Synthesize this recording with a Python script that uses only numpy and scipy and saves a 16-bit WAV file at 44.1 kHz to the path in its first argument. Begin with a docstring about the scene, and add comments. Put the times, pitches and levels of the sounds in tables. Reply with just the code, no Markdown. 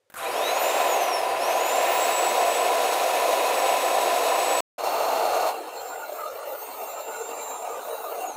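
"""Faint room noise and a few switch clicks come first, then a small electric air pump starts to whine.
It is blowing up a vinyl chair: it starts, coasts for half a second and revs up again, then a silent cut.
In the second part it runs steadily, until a noise suppressor leaves a gurgle and the whine.
Filtered noise makes the rush of air; sine tones tied to the turning shaft make the whine."""
import sys
import numpy as np
from scipy import signal
from scipy.fft import rfft, irfft, next_fast_len
from scipy.io import wavfile
from scipy.ndimage import uniform_filter1d, minimum_filter1d, map_coordinates

SR = 44100
rng = np.random.default_rng(int(sys.argv[2]) if len(sys.argv) > 2 else 0)


def dump_mix(stems):
    """Bounce the given channels to the path in sys.argv[1] as a 16-bit WAV at rate SR."""
    frames = np.atleast_2d(stems).T  # one column per channel
    limited = np.clip(frames, -1, 1)  # hard clip at full scale
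    pcm = np.round(limited * 32767).astype(np.int16)
    wavfile.write(sys.argv[1], SR, pcm)


N = 368676
TIME = np.arange(N) / SR

# background noise of the room: pitch_hz, relative_db (per Hz)
ROOM_COLOUR = [(24, -61.5), (40, -38), (67, -31), (111, -2), (177, -28.5), (514, 3.5), (728, -11),
               (8480, -22.5), (15000, -34)]
# low hum near 100 Hz: pitch_hz, relative_db (per Hz)
HUM_COLOUR = [(25, -31.5), (60, -19.5), (100, -7.5), (125, -6), (160, -15), (300, -35)]
# colour of a plastic click: pitch_hz, relative_db (per Hz)
CLICK_COLOUR = [(59, -50), (100, -27), (1160, -13), (1290, -19), (1530, -9), (1840, -19.5), (3390, -27),
                (4540, -32), (15000, -25)]
# switch being pressed, snapping shut and settling: start_s, level_db, decay_s
SWITCH_CLICKS = [(0.1, -44, 0.0069), (.121, -50, 0.0093), (.14, -36.5, 0.012), (.158, -41, .006),
                 (.177, -40, .004)]
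# hiss of a palm on the vinyl, its peaks: centre_hz, width_hz, lift_db
SLIDE_PEAKS = [(8150, 250, 9), (8770, 380, 14)]
# the slope under those peaks: pitch_hz, relative_db (per Hz)
SLIDE_SLOPE = [(6000, -6), (8500, 0), (12000, -8)]
# the open nozzle's resonance, which the pinch damps: centre_hz, width_hz, lift_db
NOZZLE_PEAKS = [(4320, 640, 22)]
# air leaking past the fingers that pinch the valve: centre_hz, width_hz, lift_db
LEAK_PEAKS = [(3890, 520, 26.5), (6550, 650, 23.5), (9100, 250, 21), (9750, 600, 19)]
# the slope under nozzle and leak: pitch_hz, relative_db (per Hz)
LEAK_SLOPE = [(1500, -15), (3000, 2), (11000, 2.0), (15000, -5)]
# scraping and sparking of the motor brushes: pitch_hz, relative_db (per Hz)
SPARK_COLOUR = [(500, -14.5), (1000, 3.5), (1400, 9), (2100, -12.5), (4000, -14.5), (5800, -20.5),
                (6800, -10.5), (8500, -8), (12500, -6.5), (14000, -23)]
# ways the pump's plastic shell can ring: centre_hz, width_hz, response_db
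SHELL_MODES = [(2450, 230, -36), (3300, 150, -44), (3720, 130, -36), (3920, 190, -30.5)]
# motor tones that shake the shell at the start: multiple_of_shaft_rate, relative_db
START_ORDERS = [(10, 1.5), (16, -8), (19, -9), (24, -12)]

# jet of air as heard in each part: pitch_hz, relative_db (per Hz)
JET_FIRST = [(60.0, -63), (150.0, -31), (280.0, -14), (450.0, -8.5), (700.0, 0), (1100.0, -10.5),
             (1600.0, -12), (3000.0, -12.5), (5000.0, -20), (10000.0, -19.5), (15000.0, -25.5)]
JET_SECOND = [(60, -53), (150, -44.5), (280, -23), (450, -11), (700, 1.5), (1100, -14.5), (1600, -24.5),
              (3000, -30), (5000, -29.5), (10000, -29.5), (13000, -26.5), (15000, -29)]
# resonances of housing, nozzle and chair in each part: centre_hz, width_hz, lift_db
BODY_FIRST = [(307, 146, 4), (364, 30, 5), (494, 204, 12.5), (695, 190, 10), (784, 37, 7.5),
              (1006.6, 133, 14.5), (1253, 470, 8), (1770, 69, 7), (2160, 500, 5.5), (2550, 150, 6.5),
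              (2760, 430, 5), (3770, 120, 7.5), (4176, 120, 7.5), (5410, 240, 4), (6650, 300, 5.5),
              (12200, 1400, 2)]
BODY_SECOND = [(99, 32, 8.5), (451, 27, 8), (686, 200, -1.5), (892, 85, 4.5), (1241, 215, 8.5),
               (1450, 110, 6), (2320, 440, 5), (2750, 240, 11), (3610, 160, 7.5), (4164, 660, 13),
               (5450, 230, 6), (6220, 97, 5), (6480, 200, 9), (6970, 1100, 5), (7560, 130, 4.5),
               (8450, 260, 6), (9150, 300, 2.5), (9950, 160, 6), (10200, 200, -1)]
# middle roar in the first part, before the effect of speed: time_s, level_db
ROAR_FIRST = [(.3, -31), (2.0, -31), (2.6, -33), (4.6, -33)]
# low rush in the second part, before the effect of speed: time_s, level_db
RUSH_SECOND = [(4.84, -23.7), (5.5, -23.5), (5.8, -24), (6.5, -24.5), (7.8, -23)]

# when the motor has power: on_s, off_s
POWER_FIRST = [(.14, .833), (1.358, 4.7)]
POWER_SECOND = [(0, 8.24)]
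# full shaft speed in the second part, drifting with the load: time_s, turns_hz
FULL_SECOND = [(4.79, 456.1), (5.4, 459), (6.0, 457.9), (6.7, 457.2), (7.45, 456.8), (7.7, 455.4)]
# whine, swelling and fading as the pump turns in the hand; base level before speed, outlet and
# drop-outs: time_s, level_db
BLADE_FIRST = [(.25, -41.5), (.4, -42), (.5, -41), (.66, -38), (.8, -42), (.9, -36.5), (1.14, -35),
               (1.22, -38), (1.36, -35.5), (1.44, -38), (1.6, -40), (1.72, -37), (1.97, -42), (2.04, -33.5),
               (2.28, -34.5), (2.35, -41), (2.57, -36), (2.8, -53), (2.92, -40), (2.99, -52), (3.5, -55),
               (3.58, -41), (3.68, -39), (4.27, -44.5), (4.53, -35)]
BLADE_SECOND = [(4.8, -62), (5.68, -56), (5.79, -45), (5.95, -45), (6.07, -60), (6.27, -50), (6.4, -66),
                (6.78, -66), (6.92, -45.5), (7.2, -43), (7.52, -42.5), (7.62, -46.5), (7.75, -47),
                (7.95, -57), (8.21, -58), (8.27, -40.5), (8.36, -41)]
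# the tone an octave above the whine, base level likewise: time_s, level_db
OCTAVE_FIRST = [(.35, -44), (.54, -47.5), (.63, -41), (.76, -51), (.92, -42), (1.15, -44), (1.35, -42.5),
                (1.55, -45.5), (1.75, -48), (1.93, -41), (2.2, -45)]
OCTAVE_SECOND = [(4.8, -56), (4.94, -43), (5.15, -56), (5.3, -57), (5.45, -51), (5.62, -53), (5.82, -45),
                 (5.95, -49), (6.13, -45.5), (6.3, -48), (6.52, -43.5), (6.8, -45), (7.05, -47.5),
                 (7.3, -47.5), (7.85, -48.5), (8.07, -45.5), (8.26, -47), (8.3, -46), (8.36, -47)]
# the whine or its octave drops out in a node of the room's standing waves: time_s
BLADE_DIPS = [.615, .845, 1.92, 2.09, 2.47, 3.77, 3.98]
OCTAVE_DIPS = [.56, 1.1, 1.79, 5.72, 6.42, 6.96, 7.39, 7.57]
# weaker tones of the uneven impeller: multiple_of_shaft_rate, relative_db
ORDERS_FIRST = [(1, -15), (2, -12), (8, -23.5), (9, -23.5), (13, -28.5), (14, -33), (18, -36.5), (19, -36),
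                (22, -40.5), (23, -36), (26, -32.5), (30, -35)]
ORDERS_SECOND = [(6, -18), (8, -25), (14, -25), (19, -20), (20, -20), (22, -22), (24, -21), (26, -25),
                 (28, -19), (29, -20), (30, -21)]
# peaks and notches of the outlet that the whine sweeps through: centre_hz, width_hz, lift_db
OUTLET = [(5520, 180, 6), (5900, 200, -3), (6770, 140, 5), (11000, 410, 3), (12200, 400, 3),
          (13950, 420, 6), (15150, 290, 4.5), (15750, 250, -11.5)]

# how far the suppressor turns steady noise down: pitch_hz, change_db
SUPPRESS_DEPTH = [(100, -35), (170, -14), (250, -15), (450, -11), (750, -15.5), (1350, -12), (2200, -12),
                  (4800, -15), (8500, -9), (13000, -14), (15000, -10)]
# the clearest swells of the suppressed rush: time_s, centre_hz, lift_db
SWELLS = [(5.62, 334, 25.5), (5.99, 1460, 12), (6.24, 1270, 13.5), (6.344, 446, 15.5), (6.98, 1330, 11),
          (7.08, 644, 6.5), (7.142, 1420, 14), (7.23, 434, 12), (7.77, 480, 7.5), (7.89, 653, 12),
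          (8.114, 420, 15.5), (8.16, 584, 7.5), (8.24, 743, 9)]

CUT_OUT_S, CUT_IN_S, SUPPRESS_FROM_S = 4.605, 4.78, 5.5
MOTOR_ON_S = 0.15  # the sounds of the motor and air build up from here
FULL_FIRST_HZ = 491.3  # turns per second
# a jerk to KICK_HZ at power-on, then a pull towards full speed against friction and air drag
KICK_HZ, PULL_S, FRICTION_PER_S, DRAG_PER_TURN = 80, .376, .466, .00134
# how much louder each sound gets per doubling of the shaft speed
RUSH_DB_PER_OCT, ROAR_DB_PER_OCT, HISS_DB_PER_OCT = 3.5, 7, 10
BLADE_DB_PER_OCT, OCTAVE_DB_PER_OCT = 14, 10
SLOW_BUILD_S, QUICK_BUILD_S = 0.088, 0.025  # how quickly the sounds get going


def undb(db):
    """Turns decibels into a gain."""
    return 10 ** (np.asarray(db) / 20)


def curves(table):
    """Joins the points of each table column by straight lines in time."""
    s, *columns = np.transpose(table)
    return [np.interp(TIME, s, column) for column in columns]


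def ramp(start_s, length_s):
    """Rises in a straight line from 0 to 1."""
    return np.clip((TIME - start_s) / length_s, 0, 1)


def build_up(seconds):
    """Rises from 0 towards 1, slowly at first, from MOTOR_ON_S."""
    since_on = np.maximum(TIME - MOTOR_ON_S, 0)
    return 1 - np.exp(-(since_on / seconds) ** 1.5)


def walk(rate):
    """Wanders at random: levels held for 1 / rate s, smoothed twice, with a spread near 1."""
    hold = int(SR / rate)
    steps = np.repeat(rng.standard_normal(N // hold + 1), hold)
    smooth = uniform_filter1d(uniform_filter1d(steps, hold), hold)
    return 1.3 * smooth[:N]


def lift_db(hz, resonances):
    """What a set of resonances adds at a frequency."""
    return sum(db / (1 + (2 * (hz - centre) / width) ** 2) for centre, width, db in resonances)


def noise(slope, resonances=(), band=(20, SR / 2), ripple_db=0):
    """Noise of rms 1 in a band, with resonance peaks; nearby walls comb it with a fine fixed ripple."""
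    size = next_fast_len(N, True)
    f = np.arange(size // 2 + 1) * SR / size + 1
    hz, db = np.transpose(slope)
    colour_db = np.interp(np.log(f), np.log(hz), db) + lift_db(f, resonances)
    ripple = np.interp(f, np.linspace(0, SR / 2, 320), rng.standard_normal(320))
    ripple = ripple * np.minimum(f / 6000, 1) ** 2  # weak in the bass
    in_band = (f >= band[0]) & (f < band[1])
    spectrum = rfft(rng.standard_normal(size)) * undb(colour_db + ripple_db * ripple) * in_band
    y = irfft(spectrum, size)[:N]
    return y / np.std(y)


def walls(x, wet_db, decay_s):
    """Adds the dense, fading echoes of a small room; a gliding tone beats against them."""
    age = np.arange(SR // 5) / SR
    echoes = rng.standard_normal(len(age)) * np.exp(-age / decay_s) * (age > .004)
    echoes = echoes / np.linalg.norm(echoes)
    return x + undb(wet_db) * signal.fftconvolve(x, echoes)[:N]


def room_noise():
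    """The quiet, mostly low background of the room: coloured noise."""
    return undb(-74) * noise(ROOM_COLOUR)


def low_hum(gain):
    """A low hum near 100 Hz, made of coloured noise."""
    return gain * noise(HUM_COLOUR)


def clicks():
    """The switch parts strike each other: short bursts of noise that die away at once."""
    strikes = sum(undb(db) * (TIME >= s) * np.exp(-np.abs(TIME - s) / decay)
                  for s, db, decay in SWITCH_CLICKS)
    return strikes * noise(CLICK_COLOUR)


def hand_slide():
    """A palm slides over the taut vinyl towards the valve with a faint, uneven hiss."""
    contact = ramp(6.52, .04) * (1 - ramp(6.85, 0.16))
    hiss = noise(SLIDE_SLOPE, SLIDE_PEAKS, band=(6000, 12000))
    return contact * undb(-47.5 + 1.5 * walk(25)) * hiss


def valve_leak():
    """The open nozzle hisses on one resonance; as fingers pinch the valve, a broader leak takes over."""
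    grip = ramp(6.73, 0.57)
    nozzle = undb(-45.5 - 24 * grip) * noise(LEAK_SLOPE, NOZZLE_PEAKS, band=(3000, 5200))
    leak = grip * undb(-43.5 + .5 * walk(12)) * noise(LEAK_SLOPE, LEAK_PEAKS)
    return nozzle + leak


def brushes(angle):
    """Brushes scrape and spark under the inrush current, twice a turn, then settle."""
    inrush = ramp(MOTOR_ON_S, 0.018) * np.exp(-np.abs(TIME - MOTOR_ON_S) / 0.24)
    bursts = 1 + 0.36 * np.sin(2 * angle)
    return undb(-35 + 2 * walk(90)) * inrush * bursts * noise(SPARK_COLOUR)


def shell_ring(shaft_hz, angle, order):
    """A motor tone sings out whenever it sweeps through a mode of the plastic shell."""
    response = sum(undb(db) / (1 + (2 * (order * shaft_hz - hz) / width) ** 2)
                   for hz, width, db in SHELL_MODES)
    return response * np.sin(order * angle)


def starting_buzz(shaft_hz, angle, buzz_db, fade_s):
    """Starting torque makes the motor buzz and shake its shell; each buzzing overtone flickers."""
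    torque = np.clip((1 - TIME) / .5, 0, 1)
    ring = sum(undb(db) * shell_ring(shaft_hz, angle, order=round(k)) for k, db in START_ORDERS)
    buzz = sum(undb(5 * walk(70)) * np.sin(k * angle) for k in (10, 14, 16, 19))
    fade = np.exp(-np.abs(TIME - MOTOR_ON_S) / fade_s)
    return torque * ring + undb(buzz_db) * fade * buzz


def airflow(octaves, rush_db, roar_db, hiss_db, jet, body, flutter_db, flicker_db):
    """Turbulent air rings the housing; rush, roar and hiss grow with speed and flutter together."""
    def layer(db, band):
        # each layer also flickers a little on its own
        return undb(db + flicker_db * walk(50)) * noise(jet, body, band, ripple_db=2.4)

    rush = layer(rush_db + RUSH_DB_PER_OCT * octaves, (100, 1300))
    roar = layer(roar_db + ROAR_DB_PER_OCT * octaves, (1300, 3300))
    hiss = layer(hiss_db + HISS_DB_PER_OCT * octaves, (3300, SR / 2))
    # the air takes a moment to get moving
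    air = build_up(SLOW_BUILD_S) * rush + build_up(QUICK_BUILD_S) * (roar + hiss)
    return undb(flutter_db * walk(140)) * air


def shaft_speed(power, full_hz, load):
    """Power pulls the shaft to full speed; without it, friction and air drag slow it, more under load."""
    hop = 44  # samples per step
    step_s = hop / SR

    def loss(hz):
        return load * (FRICTION_PER_S * hz + DRAG_PER_TURN * hz ** 2)

    hz, speeds = 1., []
    for s, full in zip(TIME[::hop].tolist(), (full_hz * np.ones(N))[::hop].tolist()):
        if any(on <= s < off for on, off in power):
            hz = max(hz, KICK_HZ) + ((full - hz) / PULL_S + loss(full)) * step_s
        hz -= loss(hz) * step_s
        speeds.append(hz)
    return np.interp(TIME, TIME[::hop], speeds)


def dips_db(times):
    """Brief drop-outs of a tone, 8 dB deep and about 38 ms wide."""
    return sum(-8 / (1 + (2 * (TIME - s) / 0.038) ** 4) for s in times)


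def impeller(shaft_hz, octaves, blade_db, octave_db, orders, orders_db, jitter, waver_db, stray_db, smear):
    """Sixteen pulses a turn make the whine and its octave; unequal blades add other multiples."""
    angle = 2 * np.pi * np.cumsum(shaft_hz * (1 + jitter * walk(60))) / SR

    def partial(order, db):
        return undb(db + lift_db(order * shaft_hz, OUTLET)) * np.sin(order * angle)

    whine = partial(16, blade_db + BLADE_DB_PER_OCT * octaves + dips_db(BLADE_DIPS))
    octave = partial(32, octave_db + OCTAVE_DB_PER_OCT * octaves + dips_db(OCTAVE_DIPS))
    tone = (whine + octave) * undb(waver_db * walk(24.93))
    for k, db in orders:
        # the small shell cannot radiate low tones
        radiated = 1 / (1 + (400 / (k * shaft_hz)) ** 8)
        # the hand-held pump moves through the room's standing waves, so each tone swells and fades
        level = undb(orders_db + db + HISS_DB_PER_OCT * octaves + stray_db * walk(5.4))
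        # turbulence smears the phase
        tone = tone + radiated * level * np.sin(round(k) * angle + smear * walk(150))
    return np.sqrt(2) * tone, angle


def first_part():
    """The pump starts as the switch clicks, coasts for half a second and runs up again."""
    shaft_hz = shaft_speed(POWER_FIRST, FULL_FIRST_HZ, load=1)
    octaves = np.log2(shaft_hz / FULL_FIRST_HZ)
    air = airflow(octaves, rush_db=-23, roar_db=curves(ROAR_FIRST)[0], hiss_db=-33.5,
                  jet=JET_FIRST, body=BODY_FIRST, flutter_db=0.44, flicker_db=.5)
    whine, angle = impeller(
        shaft_hz, octaves, blade_db=curves(BLADE_FIRST)[0], octave_db=curves(OCTAVE_FIRST)[0],
        orders=ORDERS_FIRST, orders_db=-29.0, jitter=0.00052,
        waver_db=1.2 + 3 * np.minimum(-octaves, .7), stray_db=2.5, smear=0.52)
    buzz = starting_buzz(shaft_hz, angle, buzz_db=-55, fade_s=.2)
    motor = walls(whine + buzz, wet_db=-12, decay_s=0.03)
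    # near 1 while the shaft turns slower than about 333 Hz; the hum is louder then
    slow = 1 / (1 + (shaft_hz / 333) ** 12)
    hum = low_hum(undb(-88.0) + undb(-60) * slow)
    motor = build_up(QUICK_BUILD_S) * motor
    hum = build_up(SLOW_BUILD_S) * hum
    return air + brushes(angle) + motor + hum + room_noise()


def second_part():
    """The pump runs at a steady, lower speed under more load and begins to coast at the very end."""
    full_hz, = curves(FULL_SECOND)
    shaft_hz = shaft_speed(POWER_SECOND, full_hz, load=1.7)
    octaves = np.log2(shaft_hz / full_hz)
    air = airflow(octaves, rush_db=curves(RUSH_SECOND)[0], roar_db=-36.5, hiss_db=-37.5,
                  jet=JET_SECOND, body=BODY_SECOND, flutter_db=0.91, flicker_db=.5)
    whine, _ = impeller(
        shaft_hz, octaves, blade_db=curves(BLADE_SECOND)[0], octave_db=curves(OCTAVE_SECOND)[0],
        orders=ORDERS_SECOND, orders_db=-39.5, jitter=0.0006,
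        waver_db=1.2 - 9 * octaves, stray_db=3.2, smear=0.8)
    motor = walls(whine, wet_db=-11, decay_s=0.049)
    hum = low_hum(undb(-65.5))
    # a short quieter moment at the beginning
    opening = undb(-6 * (1 - ramp(CUT_IN_S + 0.055, 0.003)))
    return opening * (air + motor + valve_leak() + hand_slide() + hum)


def scene():
    """Two parts with silence between them, alike in both ears."""
    first = (first_part() + clicks()) * (TIME < CUT_OUT_S)
    second = second_part() * ramp(CUT_IN_S, 0.0049)
    mono = first + second
    return np.array([mono, mono])


def warble(hz, s, rate, patch_width, corner_hz):
    """A random level for each band and moment, spread near 1; patches widen towards the treble."""
    grid = rng.standard_normal((128, 256))
    place = np.meshgrid(np.log1p(hz / corner_hz) / patch_width, s * rate, indexing="ij")
    return map_coordinates(grid, place, order=3, mode="wrap")


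def gurgle_db(hz, s, quick_db, slow_db, well_db):
    """The remaining rush gurgles in quick and slow patches; from 300 to 1600 Hz some well up."""
    # the lowest tones stay steadier, the highest a little
    strength = np.interp(hz, [100, 300, 4500, 8000], [.2, 1, 1.1, .85])[:, None]
    quick = warble(hz, s, rate=24, patch_width=.03, corner_hz=2600) * strength
    slow = warble(hz, s, rate=4, patch_width=.004, corner_hz=20000)
    patches = warble(hz, s, rate=11, patch_width=.035, corner_hz=2600)
    welling = np.maximum(patches - 1, 0) * ((hz > 300) & (hz < 1600))[:, None]
    swells = 0
    for at, centre, lift in SWELLS:
        in_pitch = np.exp(-2 * ((hz - centre) / 97) ** 2)  # width in Hz
        in_time = np.exp(-2 * ((s - at) / 0.084) ** 2)  # width in seconds
        swells = swells + lift * np.outer(in_pitch, in_time)
    return quick_db * quick + slow_db * slow + well_db * welling + swells


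def suppress(x, threshold_db, knee, settle_s, size=1024):
    """Learns the steady rush of the second part, then turns down bands that do not stand out from it."""
    overlap = size * 3 // 4
    hz, s, bins = signal.stft(x, SR, nperseg=size, noverlap=overlap)
    power = np.abs(bins) ** 2 + 1e-20
    learnt = power[:, (s > CUT_IN_S) & (s < SUPPRESS_FROM_S)].mean(axis=1)
    # narrow lines are not counted as noise
    learnt = np.minimum(learnt, 2 * uniform_filter1d(minimum_filter1d(learnt, size=5), size=3))
    recent = uniform_filter1d(uniform_filter1d(power, size=9, axis=1), size=3, axis=0)
    ratio = np.maximum(recent, 0) / learnt[:, None] / undb(threshold_db) ** 2
    excess = ratio ** knee
    depth_db = np.interp(hz, *np.transpose(SUPPRESS_DEPTH))[:, None]
    floor = undb(depth_db + gurgle_db(hz, s, quick_db=3.3, slow_db=2.3, well_db=3.2))
    gain = floor + (1 - floor) * excess / (1 + excess)
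    engaged = 1 - np.exp(-np.maximum(s - SUPPRESS_FROM_S, 0) / settle_s)
    return signal.istft(bins * gain ** engaged, SR, nperseg=size, noverlap=overlap)[1][:N]


def record(dry):
    """A mono phone microphone path with a noise suppressor and a steep cut above 15.5 kHz."""
    mono = suppress(dry.mean(axis=0), threshold_db=10.0, knee=2.5, settle_s=.03)
    top_cut = signal.ellip(10, .2, 90, 15500, fs=SR, output="sos")
    mono = signal.sosfilt(top_cut, mono)
    return np.array([mono, mono])


dry = scene()
out = record(dry)
dump_mix(out)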